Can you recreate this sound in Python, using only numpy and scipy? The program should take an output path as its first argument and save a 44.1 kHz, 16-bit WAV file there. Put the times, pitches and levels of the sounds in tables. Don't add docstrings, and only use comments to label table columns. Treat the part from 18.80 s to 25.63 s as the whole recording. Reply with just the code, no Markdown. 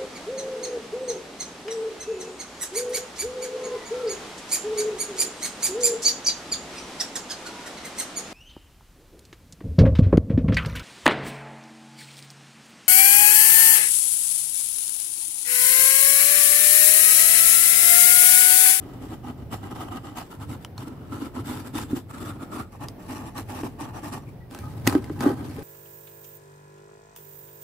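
import sys
import numpy as np
from scipy import signal
from scipy.fft import rfft, irfft, next_fast_len
from scipy.io import wavfile
from scipy.ndimage import uniform_filter1d, map_coordinates

SR = 44100
rng = np.random.default_rng(int(sys.argv[2]) if len(sys.argv) > 2 else 0)


def int16_out(signal):
    q = np.round(np.clip(np.atleast_2d(signal).T, -1, 1) * 32767)
    wavfile.write(sys.argv[1], SR, q.astype(np.int16))


def amplitude_ratio(level_db):
    exponent = np.asarray(level_db, float) / 20
    return 10 ** exponent


N = 301203

# centre_hz, width_hz, level_db
BOARD_MODES = [
    [(781, 132, -4.5), (1267, 143, -7.5), (1587, 60, -13.5), (1960, 67, -14.5), (2970, 260, -16.5)],
    [(600, 120, -13), (837, 130, 1), (1020, 110, 1.5), (1320, 132, 1.5), (1620, 110, -19), (2870, 250, -11)],
    [(640, 200, -3.5), (860, 140, -0.5), (1250, 195, 2.5), (1450, 55, -3), (2260, 55, -23),
     (3020, 220, -27.5)],
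    [(655, 137, -6), (860, 86, 0), (1140, 157, -4), (1836, 79, -10.5), (2470, 250, -17.5),
     (2980, 220, -19.5)],
    [(544, 210, -4.5), (819, 52, 5), (1014, 110, -1), (1270, 70, 0.5), (1550, 57, -1.5), (1935, 91, -11),
     (3080, 53, -15)],
]


def unit(x):
    return x / np.sqrt(np.mean(x ** 2) + 1e-20)


def along(points, hz):
    point_hz, value = np.transpose(points)
    return np.interp(np.log(hz + 1), np.log(point_hz + 1), value)


def curve(points):
    point_s, value = np.transpose(points)
    return np.interp(np.arange(N) / SR, point_s, value)


def wobble(rate):
    knots = rng.standard_normal(int(N * rate / SR) + 4)
    return map_coordinates(knots, [np.arange(N) * rate / SR])


def filtered(x, response):
    size = next_fast_len(N + SR // 4)
    hz = np.fft.rfftfreq(size, 1 / SR)
    return irfft(rfft(x, size) * response(hz), size)[..., :N]


def shaped(x, spectrum):
    return filtered(x, lambda hz: amplitude_ratio(along(spectrum, hz)))


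def modes(table):
    def response(hz):
        total = 0
        for k, (centre, width, db) in enumerate(table):
            damping = 1j * hz * width
            total = total + (-1) ** k * amplitude_ratio(db) * damping / (centre * centre - hz * hz + damping)
        return total
    return response


def sharpened(table, extra):
    plain = modes(table)
    return lambda hz: plain(hz) * np.abs(plain(hz)) ** extra


def pair():
    # pitch_hz, correlation (1 = the same)
    likeness = [(100, 0.91), (300, 0.92), (650, 0.46), (1400, 0.35), (3000, 0.044), (15000, 0.017)]

    def mid_side(hz):
        angle = np.arccos(np.clip(along(likeness, hz), -1, 1)) / 2
        return np.array([np.cos(angle), np.sin(angle)])
    mid, side = filtered(rng.standard_normal((2, N)), mid_side)
    return np.array([mid + side, mid - side])


def grit(spiky_db, clump_db):
    return pair() * amplitude_ratio(spiky_db * wobble(700) + clump_db * wobble(60))


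def patchy(x, patchy_db):
    z = signal.stft(x, nperseg=256)[2]
    field = uniform_filter1d(rng.standard_normal(z.shape[1:]), size=2, axis=0)
    field = uniform_filter1d(field, size=12, axis=1)
    return signal.istft(z * amplitude_ratio(patchy_db * unit(field)), nperseg=256)[1][:, :N]


def pose(k):
    turns = [1.48, 3.26, 3.9, 5.6]
    return np.searchsorted(turns, np.arange(N) / SR) == k


def pressure():
    # full_pressure_s, held_s, fibre_tear_db, board_rasp_db, table_thrum_db, change_while_held_db
    strokes = [(0.0, 0.11, -63, -55, -44.5, 2.5), (0.136, 0.055, -60, -50.5, -43.5, -4.5),
               (0.223, 0.044, -52, -47, -38, -4.5), (0.294, 0.044, -55.5, -50, -42, 7),
               (0.447, 0.052, -56.5, -46, -42.5, 3.5), (0.5, 0.01, -60, -49, -38, -1),
               (0.585, 0.043, -69, -55.5, -44.5, 2.5), (0.732, 0.016, -40, -34, -33.5, -1.5),
               (0.838, 0.045, -53.5, -40.5, -39.5, -3), (0.917, 0.0065, -51, -40.5, -36.5, -0.5),
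               (0.966, 0.007, -45, -39, -37.5, -6), (0.988, 0.1, -53.5, -42, -39.5, -2.5),
               (1.012, 0.025, -41, -38, -47, -11), (1.122, 0.054, -51, -39, -40, 0.5),
               (1.25, 0.089, -52, -43, -39.5, -8), (1.375, 0.046, -42, -36, -39.5, -6),
               (1.379, 0.0065, -42, -46, -46, 2.5), (1.516, 0.029, -50.5, -47.5, -44, -1),
               (1.614, 0.023, -49.5, -42.5, -42.5, -0.5), (1.702, 0.047, -48, -44, -37, -2),
               (1.816, 0.039, -57, -59, -59, -3), (1.982, 0.05, -52, -50, -45.5, 4.5),
               (2.068, 0.014, -58, -50, -40.5, 6.5), (2.115, 0.012, -66, -53, -40, 1),
               (2.154, 0.2, -70, -59, -49, 8), (2.331, 0.074, -46.5, -40, -33, -8.5),
               (2.419, 0.053, -47, -42.5, -33.5, -2), (2.559, 0.044, -48.5, -41, -32.5, -1),
               (2.66, 0.032, -46.5, -44.5, -40, 6.5), (2.702, 0.11, -42.5, -40.5, -33, -6),
               (2.826, 0.052, -57, -55.5, -45.5, 11), (2.956, 0.077, -39.5, -39.5, -31, -3.5),
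               (2.981, 0.008, -38, -43, -40, 2), (3.109, 0.076, -48, -44.5, -37, -15),
               (3.167, 0.044, -38.5, -42, -29.5, -19.5), (3.308, 0.006, -49.5, -45.5, -47, 0),
               (3.345, 0.04, -49.5, -43.5, -42, -2), (3.402, 0.026, -52, -48, -42.5, 9),
               (3.452, 0.056, -47.5, -42.5, -41.5, 3.5), (3.562, 0.008, -69, -46, -39.5, -8),
               (3.61, 0.025, -54.5, -45, -41, 5), (3.726, 0.046, -47, -38, -34, -1),
               (3.797, 0.036, -42, -34.5, -33.5, -11), (3.929, 0.037, -56.5, -50, -55, -1.5),
               (4.018, 0.027, -50.5, -41.5, -41, 3), (4.09, 0.048, -54, -84, -43, -19),
               (4.2, 0.141, -58, -49, -52, -2.5), (4.298, 0.038, -45, -41, -38, -1.5),
               (4.36, 0.052, -46, -39, -38, -10), (4.402, 0.088, -55, -47, -44.5, 5.5),
               (4.564, 0.01, -48.5, -39.5, -49, -2), (4.581, 0.04, -38, -35.5, -34, -12),
               (4.698, 0.035, -46, -39.5, -39, 0), (4.749, 0.062, -45, -39, -39, -0.5),
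               (4.853, 0.019, -43.5, -38.5, -31.5, -3), (5.01, 0.052, -43.5, -35.5, -36.5, -6.5),
               (5.088, 0.015, -53, -41, -44, -4), (5.153, 0.043, -48.5, -40.5, -38, -2.5),
               (5.243, 0.044, -43.5, -37.5, -37, -3), (5.333, 0.045, -42, -34.5, -33, -7),
               (5.436, 0.018, -66, -49, -47, -17), (5.48, 0.01, -63, -65, -54, 6),
               (5.723, 0.103, -50.5, -49.5, -42, -3), (5.837, 0.147, -54.5, -51, -46, -4),
               (5.993, 0.036, -57.5, -55, -44, -1), (6.06, 0.03, -43.5, -42, -36, 6),
               (6.089, 0.027, -37.5, -36, -34, 2.5), (6.136, 0.031, -47, -35, -32, -3),
               (6.182, 0.038, -57, -49, -29.5, -13), (6.222, 0.041, -55.5, -52, -40.5, 2.5),
               (6.283, 0.261, -56.5, -52, -42, 4), (6.415, 0.004, -41, -40, -40, 0),
               (6.425, 0.011, -44, -35.5, -32, 5), (6.459, 0.06, -42.5, -29, -29, -4),
               (6.572, 0.058, -54.5, -48, -39.5, 1), (6.65, 0.035, -49.5, -46.5, -35, -3.5),
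               (6.7, 0.094, -50, -50.5, -41.5, -1), (6.783, 0.14, -54.5, -53, -42, 4)]
    # swell in dB/s on reaching full pressure, fall in dB/s after it
    rise = np.reshape((483, 453, 420), (-1, 1))
    fall = np.reshape((722, 677, 548), (-1, 1))
    bite_s = 0.041
    drag_db, drag_db_per_s = -10, 150
    t, power = np.arange(N) / SR, np.full((3, N), 1e-9)
    for s, held, *db, change_db in strokes:
        near = slice(max(round(s * SR) - SR // 8, 0), round((s + held) * SR) + SR // 3)
        since = t[near] - s
        early, late = np.maximum(-since, 0), np.maximum(since - held, 0)
        level_db = np.reshape(db, (-1, 1)) - rise * early * (1 + early / bite_s)
        level_db = level_db + change_db * np.clip(since / held, 0, 1)
        dying = amplitude_ratio(-fall * late) ** 2
        dragging = amplitude_ratio(drag_db - drag_db_per_s * late) ** 2
        power[:, near] += amplitude_ratio(level_db) ** 2 * (dying + dragging)
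    return 10 * np.log10(power)


def tearing():
    # pitch_hz, density_db (per Hz)
    fibre = [(1000, -13.5), (1700, -6.5), (2300, -9.5), (3500, -13), (5000, -14.5), (6600, -17),
             (9300, -15), (14600, -16.5), (15800, -28)]
    # centre_hz, width_hz, level_db
    blade_modes = [
        [(3570, 85, 0), (5640, 57, 9), (7530, 170, 6), (9800, 220, 4.5), (12000, 130, -7)],
        [(3575, 31, 7), (3960, 120, 5.5), (7680, 200, 3.5), (10120, 120, 8.5), (12000, 140, -11)],
        [(3550, 110, 1), (5800, 110, -16), (7670, 230, 7), (9600, 130, 11)],
        [(4060, 200, -19), (5860, 220, 11), (7490, 99, 8.5), (8900, 550, 8), (10500, 160, -13)],
        [(4400, 270, -11), (5400, 230, 7), (7800, 130, -13), (11000, 270, 6.5)],
    ]
    fibres = shaped(patchy(grit(2.4, 1.2), 2.4), fibre)
    return sum(pose(k) * unit(fibres + filtered(fibres, modes(blade))) for k, blade in enumerate(blade_modes))


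def rasping():
    drive = patchy(grit(2.8, 1), 1.2)
    return sum(pose(k) * unit(filtered(drive, sharpened(board, 0.18))) for k, board in enumerate(BOARD_MODES))


def thrumming():
    # centre_hz, width_hz, level_db
    table_modes = [(250, 61.4, 1), (310, 68, 2), (384, 145, -7.5)]
    return unit(filtered(grit(1.2, 0.6), sharpened(table_modes, 0.12)))


def sawing():
    tear_db, rasp_db, thrum_db = pressure()
    return amplitude_ratio(tear_db) * tearing() + amplitude_ratio(rasp_db) * rasping() + amplitude_ratio(thrum_db) * thrumming()


def background():
    # time_s, level_db
    rumble_points = [(0.0, -39.5), (0.32, -43.5), (0.51, -39.5), (1.43, -42), (1.54, -55), (1.58, -40.5),
                     (2.26, -44), (2.28, -40), (3.76, -44), (3.82, -38), (3.92, -49), (4.09, -38.5),
                     (4.2, -52), (4.26, -41.5), (5.61, -40), (5.76, -47), (5.88, -35.5), (6.03, -33.5),
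                     (6.07, -27), (6.28, -41.5), (6.39, -33.5), (6.83, -36.5)]
    # time_s, level_db
    deep_points = [(0.0, -51), (1.94, -59), (3.06, -54), (3.21, -49), (3.27, -72), (3.37, -58),
                   (4.98, -50.5), (6.58, -66), (6.83, -54)]
    # pitch_hz, density_db (per Hz)
    low_shape = [(30, -44), (50, -22), (75, -3), (102, 2.5), (135, -1), (170, -12), (220, -26.5),
                 (400, -56)]
    deep_shape = [(10, -26), (30, -9), (55, 0), (80, -25), (150, -54)]
    air_shape = [(100, -32), (170, -5), (836, -21), (1030, -27), (1270, -31), (1690, -32.5), (1930, -33.5),
                 (2420, -36.5), (3600, -41.5), (5780, -45), (6600, -54), (15800, -41)]
    rumble, deep, air = (unit(shaped(pair(), shape)) for shape in (low_shape, deep_shape, air_shape))
    thrum_db = np.maximum(pressure()[2], -60)
    fed_db = 0.067 * (thrum_db - thrum_db.mean())
    rumble_db = curve(rumble_points) + fed_db + 1.5 * wobble(7)
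    air_db = -47 + 1.2 * wobble(6)
    return amplitude_ratio(rumble_db) * rumble + amplitude_ratio(curve(deep_points)) * deep + amplitude_ratio(air_db) * air


def ticks():
    # start_s, level_db (before filtering), board_share_db (before a fixed gain), crack_t60_s, ring_hz, ring_db
    tick_rows = [(1.848, -28, -9, 0.0092, 2980, -1), (1.9793, -38, -0.5, 0.017, 4260, 3),
                 (4.085, -30.5, -10, 0.011, 4970, -1), (4.8343, -38.5, 11, 0.0065, 1870, -14),
                 (5.7107, -42, -4, 0.013, 1870, -5), (5.7479, -32.5, -4.5, 0.011, 1650, -12),
                 (5.7888, -35, -10, 0.015, 1640, -6), (6.0684, -20.5, -1.5, 0.019, 1860, -11),
                 (6.0739, -9, -15.5, 0.02, 1970, -2), (6.1254, -33, 6, 0.012, 1550, -8),
                 (6.1508, -35.5, 12.5, 0.012, 1570, 4), (6.243, -39, -12, 0.017, 2080, 0.5),
                 (6.297, -47.5, 12.5, 0.012, 1660, -6), (6.4063, -28, -1.5, 0.028, 1770, -3)]
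    crack, tap = np.zeros((2, N + SR)), np.zeros(N)
    t = np.arange(SR // 10) / SR
    for s, db, board_db, t60, hz, ring_db in tick_rows:
        start = round(s * SR)
        noise = rng.standard_normal((3, len(t)))
        burst = 0.99 * noise[0] + 0.63 * noise[1:]
        steel = np.sin(2 * np.pi * hz * t) + 0.38 * np.sin(2 * np.pi * 1.29 * hz * t)
        ring = amplitude_ratio(ring_db - 60 * t / (1.13 * t60)) * steel
        crack[:, start:][:, :len(t)] += amplitude_ratio(db) * (amplitude_ratio(-2 - 60 * t / t60) * burst + ring)
        tap[start] = amplitude_ratio(db + board_db + 36.5)
    bright = filtered(crack[:, :N], sharpened([(4050, 8000, 1.2)], 0.27))
    return bright + sum(filtered(tap * pose(k), modes(board)) for k, board in enumerate(BOARD_MODES))


def room(x):
    # pitch_hz, t60_s
    decay = [(200, 0.13), (2000, 0.071), (10000, 0.075)]
    hz, t, z = signal.stft(rng.standard_normal((2, SR // 4)), SR, nperseg=256)
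    dying = amplitude_ratio(-60 * t / along(decay, hz)[:, None])
    tail = signal.istft(z * dying, SR, nperseg=256)[1]
    delayed = np.pad(x, ((0, 0), (150, 0)))
    return signal.fftconvolve(delayed, tail / np.linalg.norm(tail[0]), axes=1)[:, :N]


def knocks():
    # (over level_db, before gains and filter)
    knock_rows = [(3.13, -12.5, 272.3, 0.046, -45), (4.832, -16, 310, 0.034, -16.5),
                  (6.074, -2.5, 256, 0.025, -8), (6.088, -26, 260, 0.036, -2.5),
                  (6.125, -19.5, 273, 0.046, -3), (6.151, -5.5, 297.3, 0.051, -15),
                  (6.301, -16, 316, 0.03, -21), (6.409, -17.5, 254, 0.039, -6),
                  (6.442, -14, 279, 0.034, -22), (6.462, -4.5, 290, 0.049, -34),
                  (6.478, -20, 338, 0.03, -19), (6.5, -14.5, 376, 0.037, -30),
                  (6.524, -22.5, 247, 0.049, -28), (6.609, -28, 294, 0.046, -7),
                  (6.782, -28.5, 434, 0.053, -7)]
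    thud, slap = np.zeros(N + SR), np.zeros((2, N + SR))
    t = np.arange(SR // 4) / SR
    rise = (1 - np.exp(-t / 0.0025)) ** 2
    for s, db, hz, t60, slap_db in knock_rows:
        start = round(s * SR)
        blow = amplitude_ratio(7 - 60 * t / t60) * np.sin(2 * np.pi * hz * t)
        after = amplitude_ratio(-9.5 - 60 * t / (2.5 * t60)) * np.sin(2 * np.pi * 1.25 * hz * t)
        thud[start:][:len(t)] += amplitude_ratio(db) * rise * (blow + after)
        slap_gain = amplitude_ratio(db + slap_db + 7.0 - 60 * t / 0.026)
        slap[:, start:][:, :len(t)] += slap_gain * rng.standard_normal((2, len(t)))
    slap = filtered(slap[:, :N], sharpened([(1270, 1300, 0)], 1.0))
    return thud[:N] + slap * amplitude_ratio(0) * np.power(10, np.array([[1.5], [-1.5]]) / 20)


def tones():
    # start_s, length_s, pitch_hz, width_hz (of one resonance, used twice), level_db (at the top)
    tone_rows = [(5.463, 0.048, 2310, 250, -56), (5.593, .075, 1940, 90, -62),
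                 (5.802, 0.11, 1250, 50, -47.5), (5.835, 0.096, 847, 60, -52)]
    t, out = np.arange(N) / SR, np.zeros((2, N))
    for s, length, hz, width, db in tone_rows:
        swell = np.sin(np.pi * np.clip((t - s) / length, 0, 1))
        twice = modes([(hz, width, 0)] * 1)
        fuzzy = filtered(pair(), lambda f: twice(f) ** 2)
        out += amplitude_ratio(db) * swell * unit(fuzzy)
    return out


def scene():
    hits = ticks() + knocks()
    return sawing() + background() + hits + amplitude_ratio(-15.0) * room(hits) + tones()


def low_pass(x):
    return signal.sosfilt(signal.butter(12, 16530, fs=SR, output="sos"), x)


def record(dry):
    top_hz = 15650
    mix = filtered(dry, lambda hz: hz < top_hz)
    return low_pass(mix)


dry = scene()
out = record(dry)
int16_out(out)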